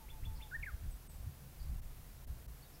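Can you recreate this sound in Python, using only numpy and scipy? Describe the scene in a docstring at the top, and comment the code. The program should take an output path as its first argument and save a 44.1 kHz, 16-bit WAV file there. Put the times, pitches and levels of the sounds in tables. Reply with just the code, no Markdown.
"""Light wind puffs on the microphone as a far bird hoots four low notes and a songbird gives three
short rising ones, then a loud phrase of whistled slides. Small birds chirp and call across open fields.
Each note is a frequency-modulated tone, echoed faintly by the trees at the edge of a wood; the wind is
the fluctuating pressure of eddies. Behind lie a distant drone and a hiss whose treble dips four times."""
import sys
import numpy as np
from scipy import signal
from scipy.fft import rfft, irfft, next_fast_len
from scipy.io import wavfile
from scipy.ndimage import uniform_filter1d, map_coordinates

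SR = 44100
rng = np.random.default_rng(int(sys.argv[2]) if len(sys.argv) > 2 else 0)


def master_out(mix):
    """Clip the mix to full scale and print it as 16-bit PCM to the path in sys.argv[1]."""
    frames = np.transpose(np.atleast_2d(mix))
    ceiling = np.clip(frames, -1, 1)
    pcm = np.round(ceiling * 32767).astype(np.int16)
    wavfile.write(sys.argv[1], SR, pcm)


N = 123479


def amp(db):
    """Decibels to amplitude ratio."""
    return 10 ** (np.asarray(db) / 20)


def unit(x):
    """Normalisation to rms 1."""
    return x / np.sqrt(np.mean(x ** 2) + 1e-20)


def clock():
    """Sample times in seconds."""
    return np.arange(N) / SR


def wobble(rate):
    """Random modulation: a spline through `rate` knots a second."""
    return map_coordinates(rng.standard_normal(4096), [clock() * rate], mode="wrap")


def filtered(x, response):
    """Linear filtering: the spectrum of x times a frequency response."""
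    size = next_fast_len(N + SR // 2)
    return irfft(rfft(x, size) * response(np.fft.rfftfreq(size, 1 / SR)), size)[:N]


def noise(spectrum):
    """Spectral shaping of white noise: rms 1, nothing above the last point."""
    freqs, db = np.transpose(spectrum)

    def response(hz):
        return amp(np.interp(np.log(hz + 1), np.log(freqs + 1), db, right=-np.inf))
    return unit(filtered(rng.standard_normal(N), response))


def tone(hz):
    """A sinusoid of rms 1 whose phase is the integral of frequency."""
    return np.sqrt(2) * np.sin(2 * np.pi * np.cumsum(hz) / SR)


def gate(start, length, edge_s):
    """An amplitude envelope with quarter-sine attack and release."""
    t = clock() - start
    return np.sin(np.pi / 2 * np.clip(np.minimum(t, length - t) / edge_s, 0, 1))


# hiss spectrum: (frequency [Hz], relative density [dB])
HISS_SPECTRUM = [(130, -23), (220, 0.5), (283, -2.5), (338, -5), (370, -6.5), (501, -5.5), (599, -8.5),
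                 (716, -6), (856, -9), (920, -9), (3100, -16), (8300, -17.5), (13500, -12.5), (15800, -16)]
# treble dips: (time [s], half width [s], gain [dB])
HISS_DIPS = [(1.086, .007, -15), (1.811, .007, -16), (2.262, .0075, -22), (2.472, .006, -18)]

def hiss(level_db=-62, crossover_hz=750):
    """Broadband air and microphone noise; Gaussian dips briefly attenuate its upper band."""
    dip_db = sum(db * np.exp(-np.square((clock() - s) / width)) for s, width, db in HISS_DIPS)
    air = noise(HISS_SPECTRUM)
    low = filtered(air, lambda hz: 1 / (1 + (hz / crossover_hz) ** 4))
    return amp(level_db) * (low + (air - low) * amp(dip_db))


# drone envelope: (time [s], level [dB])
DRONE_LEVELS = [(0, -61), (.9, -64.5), (1.2, -60), (1.42, -58), (1.62, -62), (2.2, -64.5), (2.8, -62.5)]
# drone spectrum: (frequency [Hz], relative density [dB])
DRONE_SPECTRUM = [(70, -44), (105, -11.5), (132, -2.5), (160, -9), (220, -23.5), (400, -56)]

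def drone():
    """Narrow-band noise, heard as a distant wavering hum."""
    level_db = np.interp(clock(), *np.transpose(DRONE_LEVELS))
    return amp(level_db) * noise(DRONE_SPECTRUM)


def eddies(spectrum):
    """Turbulence of even strength: noise divided by its running rms."""
    pressure = noise(spectrum)
    power = np.abs(uniform_filter1d(pressure ** 2, size=2000))
    return pressure / np.sqrt(power + 1e-6)


# spectra of large and small eddies: (frequency [Hz], relative density [dB])
RUMBLE_SPECTRUM = [(12, -9), (25, 5.5), (50, 0.5), (62, -13.5), (100, -49)]
PUFF_SPECTRUM = [(40, -20), (58, 5), (85, -2.5), (120, -12), (180, -20.5), (280, -38), (600, -56)]
# gusts: (time [s], relative rumble level [dB], relative puff level [dB])
GUSTS = [(0.0, -58, -66), (0.14, -48.5, -54.5), (0.18, -54.5, -64), (0.23, -41, -47), (0.26, -46, -52),
         (0.29, -42.5, -41.5), (0.34, -41.5, -46), (0.4, -52.5, -54.5), (0.55, -59, -62), (0.581, -43, -49),
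         (0.68, -55.5, -56.5), (0.74, -51, -49.5), (0.79, -52.5, -58), (0.861, -47.5, -41),
         (0.89, -39.5, -51.5), (1.01, -59.5, -62.5), (1.22, -49.5, -50.5), (1.27, -64, -44.5),
         (1.34, -64, -60), (1.56, -60.5, -60.5), (1.62, -45, -51), (1.74, -48, -40.5), (1.77, -41.5, -48),
         (1.83, -50, -55), (1.85, -45.5, -51), (1.93, -50.5, -63.5), (1.99, -57.5, -53), (2.12, -53.5, -72),
         (2.15, -56, -54), (2.22, -55, -63), (2.32, -47.5, -48.5), (2.45, -67, -60.5), (2.48, -49, -54),
         (2.58, -59.5, -61.5), (2.8, -61, -65)]

def wind(rumble_gain_db=0.5, puff_gain_db=1.5, breeze_db=-42, bright_hz=95, bright_db_per_db=0.17):
    """Turbulent pressure on the microphone: large eddies rumble, small ones puff, brighter if strong."""
    times, *levels = np.transpose(GUSTS)
    rumble_db, puff_db = [np.interp(clock(), times, db) for db in levels]
    puffs = eddies(PUFF_SPECTRUM)
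    dull = filtered(puffs, lambda hz: 1 / (1 + (hz / bright_hz) ** 4))
    puffs = dull + (puffs - dull) * amp(bright_db_per_db * (puff_db - breeze_db))
    rumble = eddies(RUMBLE_SPECTRUM)
    return amp(rumble_db + rumble_gain_db) * rumble + amp(puff_db + puff_gain_db) * puffs


# eddy impacts: (time [s], frequency [Hz], envelope peak [dB])
BUFFETS = [(.283, 62, -30.5), (.331, 55, -34), (.744, 71, -34.5), (1.282, 75, -34), (1.616, 55, -34.5),
           (1.701, 81, -34), (2.305, 71, -34.5)]

def buffets(half_width_cycles=0.55, roundness=1.4):
    """A bipolar pressure pulse: one eddy pushes on the microphone, then snaps over into suction."""
    out = np.zeros(N)
    for time, hz, db in BUFFETS:
        cycles = hz * (clock() - time)
        envelope = np.exp(-np.abs(cycles / half_width_cycles) ** roundness)
        out -= amp(db) * np.sin(2 * np.pi * cycles) * envelope
    return out


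# reflections from banks and trees: (delay [s], gain [dB])
ECHOES = [(0.026, -24), (.044, -22)]

def trees(x, tail_db=-18, t60_s=0.52, tail_delay_s=0.023):
    """Reflection and reverberation: two distinct echoes and a thin, exponentially decaying tail."""
    t = np.arange(SR) / SR
    build_up = np.clip(t / tail_delay_s - 1, 0, 1)
    tail = rng.standard_normal(SR) * amp(-60 * t / t60_s) * build_up
    echoes = filtered(x, lambda hz: sum(amp(db) * np.exp(-2j * np.pi * hz * s) for s, db in ECHOES))
    return echoes + amp(tail_db) * signal.fftconvolve(x, tail / np.linalg.norm(tail))[:N]


def leaves(x, share, t60_s=0.32):
    """Multipath scattering: foliage smears a share of the energy in time."""
    t = np.arange(SR // 5) / SR
    paths = rng.standard_normal(len(t)) * amp(-60 * t / t60_s)
    scattered = signal.fftconvolve(x, paths / np.linalg.norm(paths))[:N]
    return np.sqrt(1 - share) * x + np.sqrt(share) * scattered


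WARBLE_PER_S = 420
# far chirps: (start [s], duration [s], frequency [Hz], warble depth [Hz], initial level [dB])
CHIRPS = [(0.351, 0.036, 4950, 402, -69), (1.595, .04, 4740, 360, -67.5), (2.62, 0.024, 4480, 55, -70),
          (2.644, 0.025, 3780, 40, -72), (2.737, 0.03, 5160, 300, -70.5)]

def chirps(swell_db=2.5):
    """Rapid random frequency modulation makes far chirps rasp; each swells slightly as it goes."""
    out = np.zeros(N)
    for start, length, hz, depth, db in CHIRPS:
        progress = np.clip((clock() - start) / length, 0, 1)
        envelope = amp(db + swell_db * progress) * gate(start, length, edge_s=0.0029)
        out += envelope * tone(hz + depth * wobble(WARBLE_PER_S))
    return leaves(out, share=0.35)


# high calls: (start [s], duration [s], first frequency [Hz], last frequency [Hz], level [dB])
THIN_CALLS = [(0.901, 0.038, 8520, 8020, -64), (1.075, 0.054, 8400, 8010, -65)]

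def thin_calls(glide_share=0.72, warble_hz=25, echo_s=0.042, echo_db=-10.5):
    """High tones glide down and settle; reflection from the wood adds a delayed copy."""
    calls = np.zeros(N)
    for start, length, first, last, db in THIN_CALLS:
        progress = np.clip((clock() - start) / (glide_share * length), 0, 1)
        glide = np.sin(np.pi / 2 * progress) ** 2
        pitch = first + (last - first) * glide + warble_hz * wobble(WARBLE_PER_S)
        calls += amp(db) * gate(start, length, edge_s=0.018) * tone(pitch)
    echoed = filtered(calls, lambda hz: 1 + amp(echo_db) * np.exp(-2j * np.pi * hz * echo_s))
    return leaves(echoed, share=0.2)


# low hoots: (start [s], duration [s], first frequency before sag [Hz], held frequency [Hz], level [dB])
HOOTS = [(-.005, 0.067, 1008, 864, -66.5), (.114, 0.095, 912, 875, -66.5), (.260, 0.099, 926, 873, -65),
         (.383, 0.099, 996, 857, -65)]

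def hoots(settle_s=0.0158, sag_hz_per_s=139):
    """Exponential relaxation: each far hoot drops onto its pitch, which also sags linearly."""
    out = np.zeros(N)
    for start, length, first, held, db in HOOTS:
        t = np.clip(clock() - start, 0, length)
        pitch = held + (first - held) * np.exp(-t / settle_s) - sag_hz_per_s * (t - length / 2)
        out += amp(db) * gate(start, length, edge_s=0.015) * tone(pitch)
    return out


def whistle(times, hz, db, flutter_db=0.0, jitter=0.0045):
    """Frequency and amplitude modulation: one note follows its contours, with random deviations."""
    contour = uniform_filter1d(np.interp(clock(), times, hz), size=130)
    pitch = contour * (1 + jitter * wobble(400))
    level_db = np.interp(clock(), times, db) + flutter_db * wobble(300.1)
    return tone(pitch) * amp(level_db) * gate(times[0], times[-1] - times[0], edge_s=0.0016)


# rising notes: (start [s], top frequency [Hz], reference level [dB])
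RISES = [(0.079, 3453, -57.5), (0.231, 3507, -56), (0.4, 3550, -54.5)]
# their shared contour: (time after start [s], frequency / top [ratio], relative level [dB])
RISE_CONTOUR = [(0, .51, -17), (.008, .61, -8.5), (.014, .74, -4), (.019, .91, -12), (.024, .975, -1),
                (.029, .995, 1), (.035, .985, -1.5), (.041, .955, -12), (.046, .92, -12)]

def songbird_rises():
    """Jitter and shimmer make three rising notes slightly hoarse; foliage scatters them."""
    after, ratio, contour_db = np.transpose(RISE_CONTOUR)
    notes = sum(whistle(start + after, hz * ratio, db + contour_db, flutter_db=2, jitter=0.022)
                for start, hz, db in RISES)
    return leaves(notes, share=0.3, t60_s=0.13)


# whistled phrase, one contour per slide: (time [s], frequency [Hz], level [dB])
SLIDES = [
    [(.511, 1747, -63), (.515, 1570, -55), (.522, 1416, -51.5), (.531, 1490, -47), (.540, 1604, -45),
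     (.550, 1813, -41), (.558, 1865, -41.5), (.565, 1810, -43.5), (.573, 1680, -61)],
    [(.623, 3063, -69), (.629, 2550, -53), (.633, 2280, -41.5), (.640, 2050, -44), (.644, 2140, -46),
     (.648, 2560, -61)],
    [(.651, 2840, -66), (.660, 2300, -55), (.6635, 1914, -48), (.670, 1730, -47), (.691, 1477, -48),
     (.700, 1290, -58), (.711, 1198, -61), (.720, 1120, -81)],
]

def songbird_slides():
    """Frequency sweeps of a nearly pure tone form the loud phrase."""
    return sum(whistle(*np.transpose(slide)) for slide in SLIDES)


def scene():
    """Superposition of the birds and their echoes on wind, drone and hiss."""
    birds = songbird_rises() + songbird_slides() + hoots() + thin_calls() + chirps()
    return (birds + trees(birds) + wind() + buffets() + drone() + hiss())[None]


def record(dry):
    """Band limiting: an ideal low-pass filter."""
    cutoff_hz = 15800
    return filtered(dry[0], lambda hz: hz < cutoff_hz)[None]


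dry = scene()
out = record(dry)
master_out(out)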